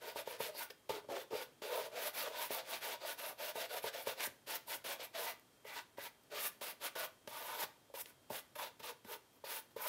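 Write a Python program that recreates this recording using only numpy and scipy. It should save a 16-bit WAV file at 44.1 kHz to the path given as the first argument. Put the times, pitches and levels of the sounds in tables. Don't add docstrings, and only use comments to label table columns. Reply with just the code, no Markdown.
import sys
import numpy as np
from scipy import signal
from scipy.fft import rfft, irfft, next_fast_len
from scipy.io import wavfile
from scipy.ndimage import uniform_filter1d

SR = 44100
rng = np.random.default_rng(int(sys.argv[2]) if len(sys.argv) > 2 else 0)


def to_wav(sig):
    pcm = np.clip(np.atleast_2d(sig), -1, 1) * 32767
    pcm = np.round(pcm).astype(np.int16)
    wavfile.write(sys.argv[1], SR, pcm.T)


def ratio(d):
    e = np.asarray(d, float) / 20
    return 10 ** e


N = 435755


def brush():
    scratch, belly_gain, frame_gain, tips_gain, belly_hz, weave_hz = controls()
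    clicks = slips(share=.15, scatter_db=2.15, patchy_db=2.3, patch_rate=98)
    push = scratch * level(clicks, 0)
    cloth = cloth_belly(push * belly_gain, belly_hz)
    bars = wooden_frame(push * frame_gain)
    rasp = level(weave_rasp(weave_hz), 0.96)
    fizz = level(tip_fizz(), 0.74)
    return ratio(27.5) * cloth + ratio(28) * bars + scratch * (rasp + tips_gain * fizz)


def controls():
    # start_s, place_cm (from the middle of the cloth), upright_db (brush on its tips),
    # bar_db (cloth pressed on a bar), belly_hz (pitch of the cloth)
    arm = [(.4, 1.5, -4.5, -5.5, 560), (.62, 8.5, 2, -5, 560), (.93, 2, -8.5, -2.5, 472),
           (1.16, -7, -5, -0.5, 510), (1.4, 1.7, -6, -3, 473), (1.75, -6, -2.5, -2, 560),
           (2.398, 6, -2.5, -4.5, 603), (3.8, .1, -3, -6, 588), (4.5, 10.5, 0, -8.5, 590),
           (5.2, 3.5, -4.5, -6.5, 598), (5.8, 24, -6.5, -4, 610), (6.4, 9, -0.5, -6, 607),
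           (7.4, 3.5, -1, 3, 583), (8.02, 16, 5.5, -8, 555), (8.6, 2.5, -1.5, 0.9, 550),
           (9.15, 4, 4, 0.1, 507), (9.53, 11, 1.5, -7, 520), (9.8, 5, 2.6, -1.5, 553)]
    # start_s, weave_hz
    edge = [
        (4.2, 3020),
        (4.26, 1640),
        (4.4, 3080),
        (5.4, 2830),
        (5.75, 2150),
        (6.08, 2050),
        (6.4, 3020),
    ]
    t = np.arange(N) / SR
    coarse = np.arange(0, N, 32) / SR
    press, travel_cm = (np.interp(t, coarse, c) for c in passes(coarse))
    start_s, *columns = np.transpose(arm)
    place_cm, upright_db, bar_db, belly_hz = (np.interp(t, start_s, c) for c in columns)
    belly_db = -1.0842 * (place_cm + travel_cm)
    frame_db = bar_db - 0.14 * travel_cm
    tips_db = upright_db + .5 * travel_cm
    slow_db = np.minimum(20 * np.log10(press) + 46, 0)
    belly_gain = ratio(belly_db - 0.061 * slow_db)
    frame_gain = ratio(frame_db - 0.028 * slow_db)
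    tips_gain = ratio(tips_db + 0.064 * slow_db)
    belly_hz = belly_hz * np.exp(0.0051 * travel_cm)
    weave_hz = np.interp(t, *np.transpose(edge)) * np.exp(-0.012 * travel_cm)
    return press, belly_gain, frame_gain, tips_gain, belly_hz, weave_hz


def passes(t):
    brisk = [(.001, 0.13, -53, 3, 14), (.148, 0.099, -50, -14, -4), (.256, 0.12, -52.5, -8, -6),
             (.385, 0.14, -48, -10, -18), (2.128, .18, -46, 2, -15.5), (2.492, 0.14, -46.5, 0.5, -20),
             (2.805, 0.17, -47, -4.5, -4), (2.994, 0.15, -47, 14.5, 24), (3.168, .168, -48, 4, -1),
             (3.37, 0.16, -48, 7.5, 8.5), (3.54, 0.14, -47.5, -2.5, 6), (3.682, 0.13, -47.5, 3.5, 6),
             (3.82, 0.096, -47.5, -5, -14), (3.92, 0.12, -49, -3.5, 11), (4.054, 0.1, -46.5, -7, -9),
             (4.462, 0.13, -46, 5, 8), (4.66, 0.12, -46.5, 11, 17), (4.978, .1, -50, 8, 25),
             (5.13, 0.21, -46, 5, 11), (6.3, 0.2, -47, 8.5, 29), (6.794, 0.1, -47, 20, 17),
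             (8.05, 0.085, -65.5, -5, 0.1), (8.574, 0.14, -53, -16.5, -7), (8.82, .118, -52, -5, -3)]
    swings = [
        (.525, 0.14, -47.5, 3.5, 15),
        (1.9, 0.21, -47.5, 12, 10),
        (2.3, 0.19, -47, -1, 21),
        (2.634, 0.16, -47, 6, 15),
        (9.045, 0.13, -52, -1.5, -6),
        (1.086, 0.17, -53.5, -8, 20),
        (1.306, 0.16, -50, -5.5, 27),
        (9.445, .17, -45.5, -8, 11),
        (9.765, 0.15, -48, 6, 2.3),
    ]
    dabs = [(.699, 0.019, -43.5, -5, 19), (.89, .13, -52.5, -15.5, 5), (1.084, 0.062, -60, 9, -7),
            (1.304, 0.067, -57, 14, -3), (1.617, 0.28, -50, -2, 3.5), (4.84, 0.13, -45.5, 1.5, -1),
            (5.644, 0.18, -53, 9.5, 12), (5.97, 0.13, -52.5, 4.5, 12), (6.609, 0.13, -48.5, -5.5, 5),
            (6.951, 0.13, -48, 1, 11), (7.272, 0.4, -53, 2.5, -7), (7.936, 0.056, -58.5, 5, 7),
            (8.297, 0.12, -50.5, -2.5, 12), (8.552, .03, -50, -2, 2), (8.794, 0.026, -52, 0.1, -6),
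            (9.328, 0.081, -75, 0.1, -2), (9.438, 0.04, -60, 6, 2), (9.705, 0.04, -74, -10, 0.1),
            (9.758, .05, -59, 7, 2), (.11, 0.054, -66, .1, -5), (.345, 0.065, -65, 2, -5),
            (4.02, .06, -62, .1, -5), (1.46, .1, -78, -4, -5)]
    flicks = [
        (4.158, 0.12, -47.5, 11, 24),
        (7.57, 0.082, -49.5, 1, 4.5),
        (7.945, 0.081, -53, 0, 37),
    ]
    ends_db, touch_s = 19, .003
    gain, travel = np.full(len(t), 1e-9), np.zeros(len(t))
    kinds = ((brisk, 0.027, .04, 4.5), (swings, 0.1, 0.045, 1), (dabs, .0045, .04, 4), (flicks, 0.047, 0.017, 0.76))
    for rows, attack_s, release_s, sag_db in kinds:
        start_s, length_s, scratch_db, swell_db, travel_cm = np.transpose(rows)[:, :, None]
        along = np.clip((t - start_s) / length_s, 0, 1) - .5
        rise = np.maximum(1 - (t - start_s) / attack_s, 0) ** 2
        lift = np.maximum(1 - (start_s + length_s - t) / release_s, 0) ** 2
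        ends = rise + lift + np.maximum(start_s - t, 0) / touch_s
        shape_db = swell_db * along - sag_db * (2 * along) ** 2 - ends_db * np.minimum(ends, 10)
        each = ratio(scratch_db + shape_db)
        gain = gain + each.sum(axis=0)
        travel = travel + (each * travel_cm * along).sum(axis=0)
    return gain, travel / gain


def slips(share, scatter_db, patchy_db, patch_rate):
    go = rng.random(N) < share
    size, sign = rng.exponential(size=N), rng.standard_normal(N)
    return go * sign * ratio(scatter_db * size + patchy_db * flicker(patch_rate))


def cloth_belly(push, belly_hz):
    # pitch_hz, width_hz, level_db
    swinging = [(413.3, 163, 8), (471.2, 114, 5.5), (528, 73, 2), (583.3, 64.5, 0.5), (655, 94, 1.5),
                (725, 79, 2)]
    cloth = body(push, swinging, belly_hz, reach=0.21, wander_db=3)
    return signal.sosfilt(signal.butter(4, 370, "high", fs=SR, output="sos"), cloth)


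def wooden_frame(push):
    # pitch_hz, width_hz, level_db
    bars = [(878, 112, -1.5), (942.5, 116, 0.5), (1054, 102, -10), (1189, 65, -5), (1340, 120, -10.5),
            (1473, 51, 2)]
    return body(push, bars, 970.0, reach=0.47, wander_db=4)


def weave_rasp(weave_hz):
    # pitch_hz, width_hz, level_db
    threads = [(1610, 140, 1), (1967, 72, 8), (2315, 190, 2), (2765, 70, 0), (3370, 210, -6),
               (3630, 360, -2.5), (4720, 440, 15)]
    # pitch_hz, level_db (per Hz)
    scratch_colour = [(100, -30.5), (300, -7), (600, 1), (1100, -5.5), (1600, 0.5), (3600, -0.5),
                      (5200, -6), (7500, -11.5), (10000, -16)]
    rasp = level(slips(share=.4, scatter_db=1.5, patchy_db=3.0, patch_rate=60), 0)
    singing = body(rasp[::-1], threads, weave_hz, reach=.3, wander_db=6)
    return colour(rasp + ratio(5.5) * singing, scratch_colour)


def tip_fizz():
    # pitch_hz, level_db (per Hz)
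    tip_colour = [(5000, 1), (7500, -5.5), (9500, 5.5), (11000, 6.5), (14000, 9), (15700, 3.5)]
    fizz = slips(share=.5, scatter_db=2.0, patchy_db=3.0, patch_rate=70)
    tufts = [(hz, 1500, 0) for hz in (7500, 9500, 11500, 13500, 15200)]
    mottled = body(fizz, tufts, 12000., reach=2.5, wander_db=15.5)
    return colour(1.1 * fizz + mottled, tip_colour)


def body(push, modes, centre_hz, reach, wander_db):
    near = []
    for hz, _, _ in modes:
        distance = np.log(hz / centre_hz) / reach
        near.append(np.exp(wander_db / 7.8 * flicker(22) - distance ** 2))
    near = np.array(near)
    near = near / np.sqrt((near ** 2).sum(axis=0))
    out = np.zeros(N)
    for k, (hz, width_hz, db) in enumerate(modes):
        out += (-1) ** k * ratio(db) * resonate(push * near[k], hz, width_hz)
    return out


def landings():
    # start_s, peak_db, thud_db (over
    # the knock), crack_db (over the knock)
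    hits = [(0.159, -35.5, -18, -12), (0.274, -35, -26, -10), (0.403, -30.5, -20.5, -14),
            (0.549, -45, -35, -10), (0.894, -33, -13.5, -28), (0.903, -29.5, -21, -22),
            (1.043, -51, -16, -19), (1.088, -41, -13, -24), (1.308, -47, -17, -23), (1.331, -33, -19, -30),
            (1.62, -40.5, -24, -32), (2.506, -31.5, -29, -16), (3.841, -33, -23, -11),
            (4.07, -33, -17, -13), (4.272, -43.5, -12, 1), (4.847, -47, -13, -11), (5.65, -48, -35, -17),
            (5.983, -36, -25, -32), (6.615, -39.5, -32, -24), (6.96, -41.5, -39, -13), (7.275, -42, -12, 6),
            (7.634, -43.5, -12, 12.5), (7.94, -41.5, -26, -11), (8.058, -55.5, -26, 14.5),
            (8.303, -35, -12.5, -32), (8.554, -55, -20, -12), (8.8, -49.5, -9, 0), (9.048, -49, -5, 0),
            (9.439, -41.5, -35, -23), (9.763, -38, -19, -19),
            (3.556, -35.5, -33, -13),
        (7.9, -55, -35, -14),
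        (4.472, -48.5, -30, -16),
    ]
    # start_s, peak_db
    springs = [
        (5.3961, -54),
        (6.2357, -62),
    ]
    # pitch_hz, level_db, fade_s (to fall 60 dB)
    knock = [(436, 4, 0.049), (560, 8.5, 0.046), (636, -4, 0.096), (907, 5, 0.037), (1017, -18, 0.078),
             (1200, -14, 0.06)]
    thud = [(89, -3, 0.2), (124.5, -1, 0.14), (168, -1.5, 0.11), (241, 11.5, 0.047), (355, 3, 0.07)]
    ferrule = [(1787, -11, .07), (3100, -3, .012), (5000, 0, .008)]
    out, t = np.zeros(N + 8000), np.arange(8000) / SR

    def add(start_s, peak_db, sound):
        out[int(start_s * SR):][:len(t)] += ratio(peak_db) * sound

    soft = 1 - np.exp(-t / 0.00058)
    for start_s, peak_db, thud_db, crack_db in hits:
        crack = resonate(rng.standard_normal(len(t)), 2700, 2600) * np.exp(-t / 0.0044)
        ringing = ring(knock, t, spread_db=3.0) + ratio(thud_db) * ring(thud, t, spread_db=2.0)
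        add(start_s, peak_db + 3.5, soft * ringing + ratio(crack_db - 4.0) * crack)
    add(.705, -37, ring(ferrule, t, spread_db=0.5))
    for start_s, peak_db in springs:
        tick = np.diff(rng.standard_normal(len(t) + 1)) * np.exp(-t / 0.00092)
        add(start_s, peak_db + 2.0, tick)
    return signal.sosfilt(signal.butter(2, 85, "high", fs=SR, output="sos"), out[:N])


def ring(modes, t, spread_db):
    hz, db, fade_s = np.transpose(modes)[:, :, None]
    sign, force, detune = rng.standard_normal((3, len(modes), 1))
    fading = np.sign(sign) * ratio(db + spread_db * force - 60 * t / fade_s)
    y = fading * np.sin(2 * np.pi * hz * (1 + 0.0027 * spread_db * detune) * t)
    y = y.sum(axis=0)
    return y / np.abs(y).max()


def room(x):
    fade_s, room_db, treble_hz = 0.31, -13, 6040
    t = np.arange(int(.3 * SR)) / SR
    dense = rng.standard_normal((2, len(t))) * (t > .007)
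    low = signal.lfilter(*signal.butter(1, treble_hz, fs=SR), dense)
    tails = low * ratio(-60 * t / fade_s) + (dense - low) * ratio(-120 * t / fade_s)
    tails = tails / np.linalg.norm(tails[0])
    share = np.array([flicker(8) for _ in tails])
    share = share / np.sqrt((share ** 2).sum(axis=0))
    return ratio(room_db) * signal.oaconvolve(x * share, tails, axes=1).sum(axis=0)[:N]


def camera_noise():
    # pitch_hz, level_db (per Hz)
    hiss_colour = [(18, -35), (30, -20), (124, 0), (194, -5), (259, 0), (2980, -15.5), (3310, -13.5),
                   (3580, -15.5), (5310, -17), (7270, -18.5), (8980, -18), (14800, -21.5), (16000, -31)]
    # pitch_hz, level_db (rms)
    whines = [(50.5, -94), (3198, -84), (13776, -90)]
    t = np.arange(N) / SR
    out = level(colour(rng.standard_normal(N), hiss_colour), -69) * ratio(.5 * flicker(5))
    for hz, db in whines:
        out += np.sqrt(2) * ratio(db + 1.6 * flicker(30)) * np.sin(2 * np.pi * hz * t)
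    return out


def level(x, db):
    return x * ratio(db) / np.sqrt(np.mean(x ** 2))


def colour(x, points):
    hz, db = np.transpose(points)
    size = next_fast_len(N)
    bins = np.log(np.arange(size // 2 + 1) * SR / size + 1)
    gain = ratio(np.interp(bins, np.log(hz), db, left=-80))
    return irfft(rfft(x, size) * gain, size)[:N]


def resonate(x, hz, width_hz):
    return signal.lfilter(*signal.iirpeak(hz, hz / width_hz, SR), x)


def flicker(rate):
    k = int(SR / rate)
    steps = np.repeat(rng.standard_normal(N // k + 1), k)
    return uniform_filter1d(uniform_filter1d(steps, k), k)[:N]


def scene():
    near = brush() + landings()
    return np.tile(near + room(near) + camera_noise(), (2, 1))


def low_pass(x):
    return signal.sosfilt(signal.butter(12, 16530, fs=SR, output="sos"), x)


def record(dry):
    bass = signal.butter(2, 38, "high", fs=SR, output="sos")
    top = signal.ellip(12, .3, 65, 15740, fs=SR, output="sos")
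    mix = signal.sosfilt(np.vstack([bass, top]), dry)
    return low_pass(mix)


dry = scene()
out = record(dry)
to_wav(out)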